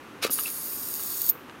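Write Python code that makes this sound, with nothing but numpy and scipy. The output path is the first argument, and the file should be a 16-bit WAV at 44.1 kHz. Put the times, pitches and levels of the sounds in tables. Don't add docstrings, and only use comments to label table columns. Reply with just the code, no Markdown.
import sys
import numpy as np
from scipy import signal
from scipy.fft import rfft, irfft
from scipy.io import wavfile

SR = 44100
rng = np.random.default_rng(int(sys.argv[2]) if len(sys.argv) > 2 else 0)


def waveform_to_disk(signal):
    frames = np.transpose(np.atleast_2d(signal))
    scaled = np.clip(frames, -1, 1) * 32767
    samples = np.round(scaled).astype(np.int16)
    wavfile.write(sys.argv[1], SR, samples)


N = 70560
TIME = np.arange(N) / SR


def from_db(db):
    return 10 ** (np.asarray(db) / 20)


def rms_one(x):
    return x / np.sqrt(np.mean(x ** 2) + 1e-20)


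def curve(rows):
    return np.interp(TIME, *np.transpose(rows))


def gesture(rows):
    return from_db(np.interp(TIME, *np.transpose(rows), left=-200, right=-200))


def noise():
    return rng.standard_normal(N)


def coloured(x, spectrum):
    hz, db = np.transpose(spectrum)
    bins = np.maximum(np.fft.rfftfreq(N, 1 / SR), 1)
    eq = from_db(np.interp(np.log(bins), np.log(hz), db))
    return rms_one(irfft(rfft(x) * eq, N))


def cut(x, hz, kind, order=2):
    return signal.sosfilt(signal.butter(order, hz, kind, fs=SR, output="sos"), x)


def bell(at_s, half_s):
    return np.exp(-.5 * ((TIME - at_s) / half_s) ** 2)


def strikes(rows):
    times, db = np.transpose(rows)
    samples = np.clip(times * SR, 0, N).astype(int)
    return np.bincount(samples, from_db(db), N + 1)[:N]


def resonance(x, hz, width_hz, block=256):
    r, hz = np.exp(-np.pi * width_hz / SR), np.broadcast_to(hz, N)
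    zeros = np.array([1, 0, -1]) * (1 - r * r) / 2
    out, state = np.zeros(N), np.zeros(2)
    for i in range(0, N, block):
        poles = [1, -2 * r * np.cos(2 * np.pi * hz[i] / SR), r * r]
        out[i:i + block], state = signal.lfilter(zeros, poles, x[i:i + block], zi=state)
    return out


def ring(clicks, modes):
    out = np.zeros(N)
    for hz, db, t60 in modes:
        r, w = np.exp(-np.log(1000) / (t60 * SR)), 2 * np.pi * hz / SR
        out += from_db(db) * signal.lfilter([1, -1], [1, -2 * r * np.cos(w), r * r], clicks + 1e-18)
    return out


def tail(t60):
    return rms_one(noise() * np.exp(-np.log(1000) * TIME / t60)) / np.sqrt(N)


# f/Hz, level/dB
WOOD_EQ = [(15, -54), (25, -31), (97, -9), (195, -8), (249, -1.5), (344, -3), (560, -9.5), (624, -14),
           (796, -11), (936, -10.5), (1130, -7.5), (2280, -16.5), (2550, -15.5), (5140, -29.5),
           (6380, -28.5), (7310, -33), (9840, -32), (13600, -34), (16000, -42)]
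def wood(level_db=-46, drift_db_per_s=-.5):
    return from_db(level_db + drift_db_per_s * (TIME - TIME.mean())) * coloured(noise(), WOOD_EQ)


# t/s, level/dB
SLIDE_PRESSURE = [(.212, -60), (.222, -39), (.2255, -27.5), (.232, -25.5), (.248, -23), (.256, -33.5),
                  (.262, -31), (.268, -28.5), (.283, -45), (.295, -52)]
# t/s, level/dB
WING_BRUSH = [(.29, -53), (.33, -73), (.39, -40.5), (.42, -54), (.48, -40.5), (.53, -66), (.6, -75)]
# f/Hz, level/dB
CARD_EQ = [(60, -43), (250, -18), (500, -4.5), (900, -9.5), (1240, -0.5), (2090, -6.5), (2550, 1.5),
           (2850, -4.5), (3800, -2), (7970, -14.5), (10300, -11), (15000, -17.5)]
def cardboard(slips_per_s=3500, spread_db=3):
    catches = rng.random(N) < slips_per_s / SR
    slips = catches * from_db(spread_db * noise()) * rng.choice([-1, 1], N)
    return coloured(slips, CARD_EQ) * (gesture(SLIDE_PRESSURE) + gesture(WING_BRUSH))


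# t/s, level/dB
CLAW_TAPS = [(0.247, -22), (0.277, -32), (0.297, -28.5), (0.3883, -23), (0.396, -40), (0.9964, -33),
             (1.4823, -45), (1.497, -34)]
# f/Hz, level/dB, t60/s
RIM_MODES = [(1150, -17, 0.022), (1260, -3, 0.023), (1580, -5.5, 0.018), (2100, -13, 0.0083),
             (2874, -5.5, 0.017), (3630, -11, 0.0057), (4400, -30, 0.0053), (7100, -11, .002)]
def claws(scratch_hz=2700, waver_hz=170):
    taps = ring(cut(strikes(CLAW_TAPS), hz=5900, kind="low"), RIM_MODES)
    slip_hz = scratch_hz + waver_hz * rms_one(cut(noise(), hz=603, kind="low"))
    slip_tone = np.sin(2 * np.pi * np.cumsum(slip_hz) / SR)
    return taps + from_db(-26.5) * bell(at_s=.4595, half_s=.0024) * slip_tone


# t/s, level/dB
BODY_THUMPS = [(.2495, -13.5), (.2965, -29.5), (.302, -33.5)]
# f/Hz, level/dB, t60/s
BUCKET_MODES = [(248, -20, 0.13), (380, -9.5, 0.031), (434, -3, 0.023), (510, -10.5, 0.026),
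                (1193, -2, 0.04), (1290, -17, 0.12), (2138, -19, 0.19), (2600, -14, .1)]
def bucket(soft_hz=890, low_cut_hz=248, hum_at_s=.299, hum_hz=257, hum_t60_s=.14):
    push = cut(strikes(BODY_THUMPS), soft_hz, "low")
    thump = ring(cut(push, low_cut_hz, "high"), BUCKET_MODES)
    age = np.maximum(TIME - hum_at_s, 0)
    hum = from_db(-30) * np.exp(-np.log(1000) * age / hum_t60_s) * np.sin(2 * np.pi * hum_hz * age)
    return thump + cut(hum, low_cut_hz / 2, "high")


def rasp(puffs_per_s=270, jitter=.3, decay_s=.00059, spread_db=3, depth=.8, count=800):
    times = np.cumsum(np.exp(jitter * rng.standard_normal(count))) / puffs_per_s
    db = spread_db * np.clip(rng.standard_normal(count), -2, 2)
    onsets = strikes(np.column_stack([times, db]))
    puffs = signal.lfilter([1], [1, -np.exp(-1 / (decay_s * SR))], onsets)
    return rms_one(1 + depth * puffs)


# f/Hz, share of the jaw shift, relaxed level/dB, strained level/dB
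MOUTH_FORMANTS = [(3810, 0.67, -15.5, -8.5), (4773, 0.9, -8.5, -5.5), (5520, .2, -9.5, -8.5),
                  (6775, 0.099, -7.5, -2), (8590, 0.32, -3.5, -0.5), (9810, 0.52, 1, -8.5),
                  (11530, 0.91, 4, -5), (13280, 0.83, 5, 2.5), (14720, 0.19, -2, 7), (16400, 0.17, -4, 3.5)]
# t/s, shift/%
JAW_SHIFT = [(.30, 3), (.335, 0), (.37, -6.5), (.405, 3), (.445, -7), (.49, -4), (.58, -6.5), (.625, -6),
             (.655, 1), (.76, 0), (.85, .5), (.96, -1.5), (1.06, -5), (1.16, -7), (1.3, -7.5)]
# t/s, strain/0-1
HISS_STRAIN = [(.3, 0.3), (.45, 0.17), (.67, 0.3), (.88, 0.37), (1.05, 0.72), (1.3, 0.85)]
# t/s, f/Hz, level/dB
HISS_SWEEP = [(.30, 11700, -7), (.34, 10500, 9), (.372, 10100, -3), (0.398, 9300, 2.5), (.415, 10400, -7),
              (.432, 11500, 4), (.47, 10300, -7), (.51, 9800, -6), (.60, 8900, -27)]
def mouth(flow, rush_db=-16, sweep_width_hz=900):
    strain, shift = curve(HISS_STRAIN), curve(JAW_SHIFT) / 100
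    times, sweep_hz, sweep_db = np.transpose(HISS_SWEEP)
    peaks = [(np.interp(TIME, times, sweep_hz), sweep_width_hz, np.interp(TIME, times, sweep_db))]
    for hz, share, relaxed_db, strained_db in MOUTH_FORMANTS:
        width_hz = 400 + .055 * hz
        db = relaxed_db + strain * (strained_db - relaxed_db)
        peaks.append((hz * (1 + share * shift), width_hz, db))
    air = from_db(rush_db) * flow * noise()
    for hz, width_hz, db in peaks:
        band = resonance(flow * noise(), hz, width_hz)
        air += from_db(db) * resonance(band, hz, width_hz)
    return cut(air, hz=3180, kind="high", order=4)


# t/s, level/dB
HISS_EFFORT = [(.300, -58), (.307, -27.5), (.333, -24), (.352, -31.5), (.378, -32), (.40, -29),
               (.416, -32.5), (.44, -32.5), (.53, -34), (.70, -33), (.80, -33.5), (.94, -32.5),
               (1.06, -32.5), (1.20, -31.5), (1.28, -31.5), (1.298, -27.5), (1.306, -39), (1.316, -70)]
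# t/s, level/dB
HISS_CLICKS = [(0.3035, -28), (0.331, -34), (0.335, -30), (0.3569, -25), (0.3817, -32), (0.3952, -21.5),
               (0.402, -37), (0.4093, -25), (.428, -31), (.436, -24), (0.4672, -37), (0.4695, -32),
               (.502, -24.5), (0.8872, -22.5), (.913, -27), (0.9398, -21), (0.953, -24), (1.0272, -30),
               (1.036, -24.5), (1.105, -36), (1.1176, -31), (1.135, -36), (1.171, -32), (1.220, -23),
               (1.265, -27), (1.2744, -30), (1.2845, -29), (1.2905, -17.5), (1.295, -21)]
def hiss():
    clicks = sum(from_db(db) * bell(at_s, half_s=.00031) for at_s, db in HISS_CLICKS)
    flow = gesture(HISS_EFFORT) * rasp() + clicks
    return np.sqrt(np.mean(flow ** 2)) * rms_one(mouth(flow))


# t/s, level/dB, half length/s
VOICE_CHIRPS = [(1.218, -13, .0006), (1.243, -21, .0005), (1.2568, -22, .0005), (1.2834, -15, .0005),
                (1.2905, -17, .0007), (1.295, -19, .0006), (1.2985, -6, 0.0015)]
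def squeaks(centre_hz=14420, fall_hz_per_s=660000, rough_rad=.21):
    out = np.zeros(N)
    for at_s, db, half_s in VOICE_CHIRPS:
        age = TIME - at_s
        turns = centre_hz * age - fall_hz_per_s * age ** 2 / 2
        waver = rough_rad * rms_one(cut(noise(), hz=900, kind="low"))
        out += from_db(db) * bell(at_s, half_s) * np.sin(2 * np.pi * turns + waver)
    return out


# t/s, level/dB
HAND_MOVE = [(1.32, -63), (1.355, -45), (1.39, -54), (1.42, -68), (1.47, -68), (1.484, -46), (1.505, -54.5),
             (1.53, -79), (1.553, -51), (1.6, -75)]
# f/Hz, level/dB
HAND_EQ = [(100, -20), (400, 9), (750, -6), (1250, 6), (1900, -16), (2700, -7), (4000, -27), (15000, -30)]
def hand():
    return gesture(HAND_MOVE) * coloured(noise(), HAND_EQ)


# t/s, level/dB
REFLECTIONS = [(.0056, -25.5), (.00617, -16), (.0066, -21), (.0095, -16.5), (0.0132, -20.5)]
def surroundings(x):
    direct = strikes([(0, 0)])
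    scatter = from_db(-12) * tail(t60=.077) + from_db(-23) * tail(t60=.2)
    sheen = rms_one(resonance(tail(t60=.3), hz=13600, width_hz=1700)) / np.sqrt(N)
    response = direct + strikes(REFLECTIONS) + scatter + from_db(-30) * sheen
    return signal.fftconvolve(x, response)[:N]


def scene():
    bed = wood()
    voice = hiss() + squeaks()
    foley = cardboard() + bucket() + claws() + hand()
    return (surroundings(voice + foley) + bed)[None]


def record(dry, cutoff_hz=15780):
    return signal.sosfilt(signal.ellip(12, .1, 80, cutoff_hz, fs=SR, output="sos"), dry)


dry = scene()
out = record(dry)
waveform_to_disk(out)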